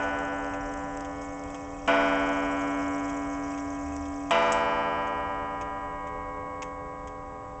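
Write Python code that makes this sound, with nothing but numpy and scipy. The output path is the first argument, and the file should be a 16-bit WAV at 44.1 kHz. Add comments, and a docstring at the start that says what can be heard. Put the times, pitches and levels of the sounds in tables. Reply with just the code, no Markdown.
"""A wall clock's coiled gong rings on from an earlier blow while its strike train whirrs and its escapement ticks.
Knocks of the works stand out and a finger bumps the phone; two new blows follow, each resetting decaying sines.
A short low tone sounds before the second; soon after it the lever clicks and the train runs down.
A hand then enters the open case and recolours the ring. Noise in resonances makes the knocks and clicks;
hiss, wavering hums and faint high tones fill the room throughout, heard close by through a hand-held phone."""
import sys
import numpy as np
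from scipy import signal
from scipy.fft import rfft, irfft
from scipy.io import wavfile
from scipy.ndimage import uniform_filter1d

SR = 44100
rng = np.random.default_rng(int(sys.argv[2]) if len(sys.argv) > 2 else 0)


def output_pcm(signal):
    """Save a mono or channel-first signal as 16-bit PCM at the path in sys.argv[1].

    Samples are clipped to [-1, 1] before scaling.
    """
    pcm = np.clip(np.atleast_2d(signal).T, -1, 1) * 32767
    wavfile.write(sys.argv[1], SR, np.round(pcm).astype(np.int16))


N = 335160

# Hammer blows on the gong; the first row is the ring of an earlier blow.
# Each row: start in seconds, knock level in dB, wash level in dB.
BLOWS = [(0, -78, -42.5), (1.876, -30.5, -34), (4.308, -25.5, -34)]
# Modes of the coil, mostly in pairs from two bending planes.
# Each row: frequency in Hz, t60 in seconds, level in dB after blows 1, 2 and 3,
# change in dB while the phone is shifted, change in dB once the hand is in the case.
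GONG_MODES = [(171.8, 15.4, -48.5, -46.0, -46.5, 1, 2), (223.7, 5, -46, -40, -38, 0, 0),
              (284.4, 30.0, -34.5, -27.5, -39.5, -1, -2), (316.5, 15, -53, -56, -51, 0, -1),
              (350.3, 4.4, -53.5, -42.0, -40.5, 0, 0), (421.4, 9.9, -45.5, -41.0, -40.0, -2, 2),
              (425.5, 18.1, -50.0, -52.5, -51.5, 2, 7), (498.6, 5.1, -39.5, -31.5, -30.5, 0, -1),
              (506.5, 30, -41.5, -46, -55, 0, 17), (582.2, 6.0, -37.0, -31.5, -30.5, 0, -2),
              (591.6, 30.0, -43.0, -48.5, -41.0, -3, -1), (637.5, 25, -58, -47, -60, 0, -3),
              (645.8, 12, -53, -60, -52, 0, -5), (671.4, 2.6, -34.5, -23.0, -22.5, 0, 0),
              (683.6, 23.8, -43.5, -37.0, -44.5, 0, -6), (731.0, 12, -53, -60, -50, 0, -5),
              (767.1, 4.2, -40.5, -34.5, -40.5, 0, 0), (781.2, 30.0, -37.0, -39.5, -36.0, -4, -3),
              (816.2, 20, -54, -66, -57, 0, 0), (868.3, 3.2, -44.5, -31.5, -30.5, 0, 0),
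              (884.3, 4.8, -40.0, -39.5, -30, 0, 4), (974.8, 2.0, -52.0, -33.0, -31.0, 0, 0),
              (992.1, 10.4, -36.0, -31.5, -27.5, -3, 0), (1005.3, 10, -57, -55, -49, 0, -5),
              (1013.2, 15, -66, -55, -58, 0, 0), (1089.4, 1.5, -62, -36, -46, 0, 0),
              (1107.1, 13.5, -45.0, -37.0, -37.5, 3, 7), (1164.1, 7, -62, -53, -46, 0, 0),
              (1205.5, 4.0, -45.0, -36.0, -34.5, 0, 0), (1224.5, 18, -46.0, -42.0, -36, -1, -5),
              (1278.5, 8, -66, -58, -54, 0, 0), (1327.7, 3.6, -57.0, -46.5, -43.0, 0, 0),
              (1349.6, 5.4, -38.5, -32.0, -32.0, -1, -9), (1391.9, 9, -60, -60, -58, 0, 0),
              (1458.9, 1.3, -62, -31, -42, 0, 0), (1480.6, 3.6, -32.0, -28.0, -34.0, 0, 0),
              (1616.3, 9.1, -44.5, -39.0, -36.5, -15, -2), (1731.1, 1.7, -62, -42, -43, 0, 0),
              (1755.1, 8.4, -42.5, -44.0, -45.0, -3, -13), (1875.6, 2, -62, -43, -46, 0, 0),
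              (1901.4, 7.5, -46.5, -40.5, -37.5, 0, 2), (2021.4, 1.4, -69.5, -35.5, -33.0, 0, 0),
              (2049.9, 5.8, -46.0, -45.0, -51.0, -4, 8), (2175.5, 1.8, -71.0, -48.0, -52.5, 0, 0),
              (2206.1, 7.9, -52.5, -37.0, -40.5, 11, 6), (2332.0, 0.93, -67.0, -41.0, -37.5, 0, 0),
              (2365.6, 3.3, -47.5, -32.5, -33.0, 0, 0), (2501.0, 0.43, -61.0, -35.0, -38.0, 0, 0),
              (2530.6, 3.6, -48.5, -42.0, -43.5, 0, 0), (2663.2, 0.39, -71.0, -38.5, -32.0, 0, 0),
              (2697.1, 4.0, -56.0, -48.0, -46.0, 0, 0), (2836.5, 0.45, -70, -36, -32, 0, 0),
              (2868.9, 4.0, -49.5, -42.0, -39.0, 0, 0), (3006.4, 0.45, -64.5, -37.5, -32.0, 0, 0),
              (3042.8, 3.8, -49.5, -41.0, -39.5, 0, 0), (3183.7, 0.47, -68.5, -47.5, -41.0, 0, 0),
              (3223.1, 2.2, -58.5, -40.0, -51.0, 0, 0), (3363.4, 0.45, -80, -55, -42, 0, 0),
              (3403.2, 2.8, -70.0, -51.5, -51.0, 0, 0), (3587.7, 1.6, -78.0, -50.5, -47.5, 0, 0),
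              (3780.5, 1.0, -75.5, -47, -39, 0, 0), (3977.7, 1.9, -72.0, -53, -45, 0, 0),
              (4391.8, 1.8, -73.0, -55, -48, 0, 0), (4606.1, 2.4, -67.0, -52, -46, 0, 0),
              (4827.1, 3.7, -80, -69, -61, 0, 0), (5055.1, 1.9, -68.0, -50, -50, 0, 0),
              (5286.0, 3.1, -63.0, -57, -53, 0, 0), (5523.7, 2.5, -75.0, -55, -66, 0, 0),
              (5763.3, 1.8, -68.5, -54, -53, 0, 0), (6011.0, 1.2, -85, -66, -54, 0, 0)]
# Spectrum of the hiss after a blow, shared by the knock. Each row: frequency in Hz, relative density in dB.
WASH_SPECTRUM = [(90, -46), (150, -29.5), (320, -17), (430, -24), (700, -11.5), (1200, -13.5), (1600, -18),
                 (2300, -22.5), (3200, -32.5), (5000, -37), (7500, -43.5), (9000, -60)]
# Brass plates and wheels, lower and upper resonances.
# Each row: frequency in Hz, width in Hz, relative level in dB.
WORKS_LOW = [(2120, 370, -1), (2540, 76, 0.5), (3180, 110, -3)]
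WORKS_HIGH = [(5250, 400, -4), (5720, 220, -2), (6430, 190, 0), (7200, 350, -1), (7750, 400, -5)]
# Spectrum of the room hiss. Each row: frequency in Hz, relative density in dB.
ROOM_SPECTRUM = [(15, -32), (25, -10), (60, -4), (130, -12), (250, -19), (420, -20.5), (650, -17.5),
                 (1050, -17), (1500, -28.5), (2200, -34.5), (3200, -42.5), (4200, -39), (5200, -43),
                 (6500, -42), (7800, -41), (8400, -53)]
# Low hums. Each row: frequency in Hz, width in Hz, mean level in dB rms before wavering.
HUMS = [(35, 12, -51), (63, 11, -71), (79, 19, -57)]
# Faint high tones. Each row: frequency in Hz, level in dB rms before wavering.
HIGH_TONES = [(7827, -77.5), (8172, -91.5)]
# Escapement beats. Each row: start in seconds, peak level in dB of the upper works.
BEATS = [(0.0323, -42), (0.536, -42.5), (1.0467, -41), (1.544, -41.5), (2.5701, -53), (3.091, -39.5),
         (3.5758, -41.5), (4.054, -42.5), (4.5844, -47), (5.0703, -44), (5.6112, -40.5), (6.0711, -45.5),
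         (6.6202, -33.5), (7.073, -42)]
# Colour of the two pallets, tick then tock.
# Each row: lower works share in dB, case share in dB, t60 in seconds.
PALLETS = [(-0.5, -1.5, 0.029), (3, 9, 0.031)]
# Wooden case. Each row: frequency in Hz, width in Hz, relative level in dB.
CASE = [(330, 120, 3), (700, 250, -2), (1000, 200, 0), (1800, 200, -6), (2230, 120, -4)]
# Ring of the escapement anchor. Each row: frequency in Hz, width in Hz, level in dB re the beat.
ANCHOR = [(6480, 300, 1), (3180, 300, 0)]
# Knocks of the works: the wheel train's loudest, plus the hammer's release just before each new blow.
# Each row: start in seconds, peak level in dB of the upper works.
WORKS_KNOCKS = [(0.188, -35), (0.445, -36), (0.738, -33), (0.9724, -29.5), (1.0073, -33.5), (1.219, -32.5),
                (1.4373, -36), (1.503, -34), (1.862, -37), (2.2904, -32), (2.6185, -35), (3.5179, -34),
                (3.9648, -30.5), (4.296, -36)]

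CREST_DB = 9  # peak over rms of a short noise burst
LEVER_S = 4.5201  # the lever locks the train
WORKS_LOW_DB = -5  # lower works re upper works, in whirr and knocks


def undb(db):
    """Level law: decibels to an amplitude ratio."""
    return 10 ** (np.asarray(db, float) / 20)


def level(x, db):
    """Mean power: scale a signal to the given rms level."""
    return x * undb(db) / np.sqrt(np.mean(x ** 2))


def fade(t, t60):
    """Exponential damping: from 1 at t = 0 down 60 dB after t60 seconds, silent before."""
    return np.where(t >= 0, np.exp(-np.log(1000) * np.maximum(t, 0) / t60), 0)


def noise(points):
    """Spectral shaping: white noise weighted along a log-frequency curve, rms 1."""
    hz, db = np.transpose(points)
    f = np.fft.rfftfreq(N, 1 / SR) + 1  # 1 Hz offset keeps the logarithm finite
    gain = undb(np.interp(np.log(f), np.log(hz), db))
    return level(irfft(rfft(rng.standard_normal(N)) * gain, N), 0)


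def resonate(x, modes):
    """Modal superposition: parallel second-order resonances driven by one signal."""
    out = 0
    for hz, width, db in modes:
        b, a = signal.iirpeak(hz, hz / width, fs=SR)
        out = out + undb(db) * signal.lfilter(b, a, x)
    return out


def shaken(modes, envelope):
    """Forced vibration: noise-driven resonances under an envelope of peak amplitude."""
    return envelope * level(resonate(rng.standard_normal(N), modes), -CREST_DB)


def walk(rate):
    """Slow random variation: levels held 1 / rate seconds, smoothed twice, spread near 1."""
    hold = int(SR / rate)
    steps = np.repeat(rng.standard_normal(N // hold + 1), hold)
    return 1.3 * uniform_filter1d(uniform_filter1d(steps, hold), hold)[:N]


def gong(t, rise_s=.003, waver_db=.6):
    """Damped modal vibration: each blow gives every mode a new size and phase."""
    out = np.zeros(N)
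    starts = [int(row[0] * SR) for row in BLOWS] + [N]
    hand = np.interp(t, (5.77, 6.12), (0, 1))
    # the phone shifts in the standing waves; the change holds until the next blow
    shift = np.interp(t, (1, 1.2), (0, 1)) * (t < BLOWS[1][0])
    phases = rng.uniform(0, 2 * np.pi, (len(GONG_MODES), 3))
    sway = [walk(3) for _ in range(6)]  # the hand-held phone sways
    for m, (hz, t60, *levels_db, shift_db, hand_db) in enumerate(GONG_MODES):
        colour_db = shift_db * shift + hand_db * hand + waver_db * sway[m % 6]
        for k, db in enumerate(levels_db):
            a, b = starts[k], starts[k + 1]
            u = t[:b - a]
            rise = 1 - np.exp(-u / rise_s) if k else 1  # the first ring is already under way
            size = undb(db + colour_db[a:b] - 60 * u / t60)
            out[a:b] += size * rise * np.sin(2 * np.pi * hz * u + phases[m, k])
    return out


def wash(t, t60=1.6, linger_db=-8, linger_t60=7.):
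    """Double-slope decay: soft broadband hiss under the ring, fading first fast, then slowly."""
    envelope = 0
    for s, _, db in BLOWS:
        decay = fade(t - s, t60) + undb(linger_db) * fade(t - s, linger_t60)
        envelope = envelope + undb(db) * decay
    return envelope * noise(WASH_SPECTRUM)


def chatter(t, modes, rate, scatter_db, grain_t60):
    """Random impact excitation: each mode is jolted at its own moments over a steady rub; rms 1."""
    grain = fade(t[:SR // 10], grain_t60)
    out = 0
    for mode in modes:
        scatter = np.minimum(rng.exponential(size=N), 3)
        hits = (rng.random(N) < rate / SR) * undb(scatter_db * scatter)
        jolts = level(signal.fftconvolve(hits, grain)[:N], 0)
        out = out + shaken([mode], undb(mode[2]) * (.6 + jolts))
    return level(out, 0)


def train_whirr(t, whirr_db=-56.5, swell_db=1., run_down_db_per_s=55):
    """Many small impacts: wheels and fly whirr until the lever locks, then the fly spins down."""
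    run_down_db = run_down_db_per_s * np.maximum(t - LEVER_S, 0)
    running = undb(whirr_db + swell_db * walk(1.3) - run_down_db)
    high = chatter(t, WORKS_HIGH, 80, 3.0, .03)
    low = chatter(t, WORKS_LOW, 40, 1.4, 0.093)
    return running * (high + undb(WORKS_LOW_DB) * low)


def room_hiss():
    """Stationary broadband noise: the quiet room's hiss, strongest at low frequencies."""
    return level(noise(ROOM_SPECTRUM), -46)


def rumble():
    """Narrow-band noise: low hums whose levels waver at random."""
    out = 0
    for hz, width, db in HUMS:
        hum = level(resonate(rng.standard_normal(N), [(hz, width, 0)]), db)
        out = out + hum * undb(2.5 * walk(2.5))
    return out


def whine(t):
    """Pure tones: faint high sines with slightly wavering levels."""
    out = 0
    for hz, db in HIGH_TONES:
        size = np.sqrt(2) * undb(db + 1.5 * walk(8.8))  # rms to peak
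        out = out + size * np.sin(2 * np.pi * hz * t)
    return out


def double_click(t, s, t60, drop, hold_s=.007, tail=.1, tail_t60=.35, rise_s=.0012):
    """Successive impacts: an unlocking and a drop some ms later, with a faint tail."""
    def jolt(u, jolt_t60):
        """Impulsive onset: a short linear rise times an exponential decay."""
        return fade(u, jolt_t60) * np.clip(u / rise_s, 0, 1)

    u = t - s
    return jolt(u, t60) + drop * jolt(u - hold_s, t60) + tail * jolt(u, tail_t60)


def shake_clock(t, rows):
    """Coupled resonators: clicks shake works and case; returns the sound and the bright envelope."""
    bright = low = case = 0
    for s, db, low_db, case_db, t60 in rows:
        dull = undb(db) * double_click(t, s, t60, drop=.9)
        bright = bright + undb(db) * double_click(t, s, t60, drop=.55)  # the drop is duller
        low = low + undb(low_db) * dull
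        case = case + undb(case_db) * dull
    sound = shaken(WORKS_HIGH, bright) + shaken(WORKS_LOW, low) + shaken(CASE, case)
    return sound, bright


def ticks(t, beat_s=.505):
    """Escapement impacts: tick and tock alternate each half pendulum period and ring the anchor."""
    rows = [(s, db, *PALLETS[round(s / beat_s) % 2]) for s, db in BEATS]
    sound, bright = shake_clock(t, rows)
    anchor = sum(shaken([mode], undb(mode[2]) * bright) for mode in ANCHOR)
    return sound + anchor


def works_knocks(t, t60=0.019):
    """Impact excitation: the train's loudest knocks and the hammer's releases ring the brass works."""
    knocks = sum(undb(db) * fade(t - s, t60) for s, db in WORKS_KNOCKS)
    return shaken(WORKS_HIGH, knocks) + shaken(WORKS_LOW, undb(WORKS_LOW_DB) * knocks)


def handling_bump(t, s=0.84, db=-41, t60=0.21):
    """Contact noise: a finger shifts on the phone, a decaying burst of low noise."""
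    return undb(db) * fade(t - s, t60) * noise([(20, -3), (60, -1), (180, 0), (400, -43), (900, -95)])


def hammer(t, knock_t60=.04, clang_db=-2, clang_t60=0.12):
    """Impact radiation: a short knock through case and works with a bright clang of hammer on wire."""
    knock = sum(undb(db) * fade(t - s, knock_t60) for s, db, _ in BLOWS)
    bright = level(resonate(rng.standard_normal(N), WORKS_HIGH), -11.5)
    clang = sum(undb(db + clang_db + CREST_DB) * fade(t - s, clang_t60) for s, db, _ in BLOWS)
    return knock * (noise(WASH_SPECTRUM) + bright) + shaken([(2880, 420, 0)], clang)


def low_tone(t, start_s=3.83, end_s=4.16, hz=75, db=-39.5):
    """Gated sinusoid: one short low tone with sloped edges."""
    corners_s = (start_s, start_s + 0.017, end_s - .04, end_s)
    gate = np.interp(t, corners_s, (0, 1, 1, 0))
    return undb(db) * gate * np.sin(2 * np.pi * hz * t)


def lever_click(t, peak_db=-18, low_db=-12, case_db=-8, t60=.028):
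    """Impact excitation: the locking lever clicks through works and case."""
    sound, _ = shake_clock(t, [(LEVER_S, peak_db, low_db, case_db, t60)])
    return sound


def scene():
    """Linear superposition: the pressures of all sources add at the phone."""
    t = np.arange(N) / SR
    ring = gong(t) + wash(t)
    room = room_hiss() + rumble() + whine(t)
    works = train_whirr(t) + ticks(t) + works_knocks(t) + lever_click(t)
    events = handling_bump(t) + hammer(t) + low_tone(t)
    return (ring + room + works + events)[None]


def record(dry, dip_hz=4200, dip_width_hz=1500, dip_share=.75, top_hz=8050):
    """Band limitation: the microphone port cancels part of a band and the phone cuts the top."""
    heard = dry - dip_share * resonate(dry, [(dip_hz, dip_width_hz, 0)])
    low_pass = signal.ellip(8, .2, 56, top_hz, fs=SR, output="sos")  # 0.2 dB ripple, 56 dB stop
    return signal.sosfilt(low_pass, heard)


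dry = scene()
out = record(dry)
output_pcm(out)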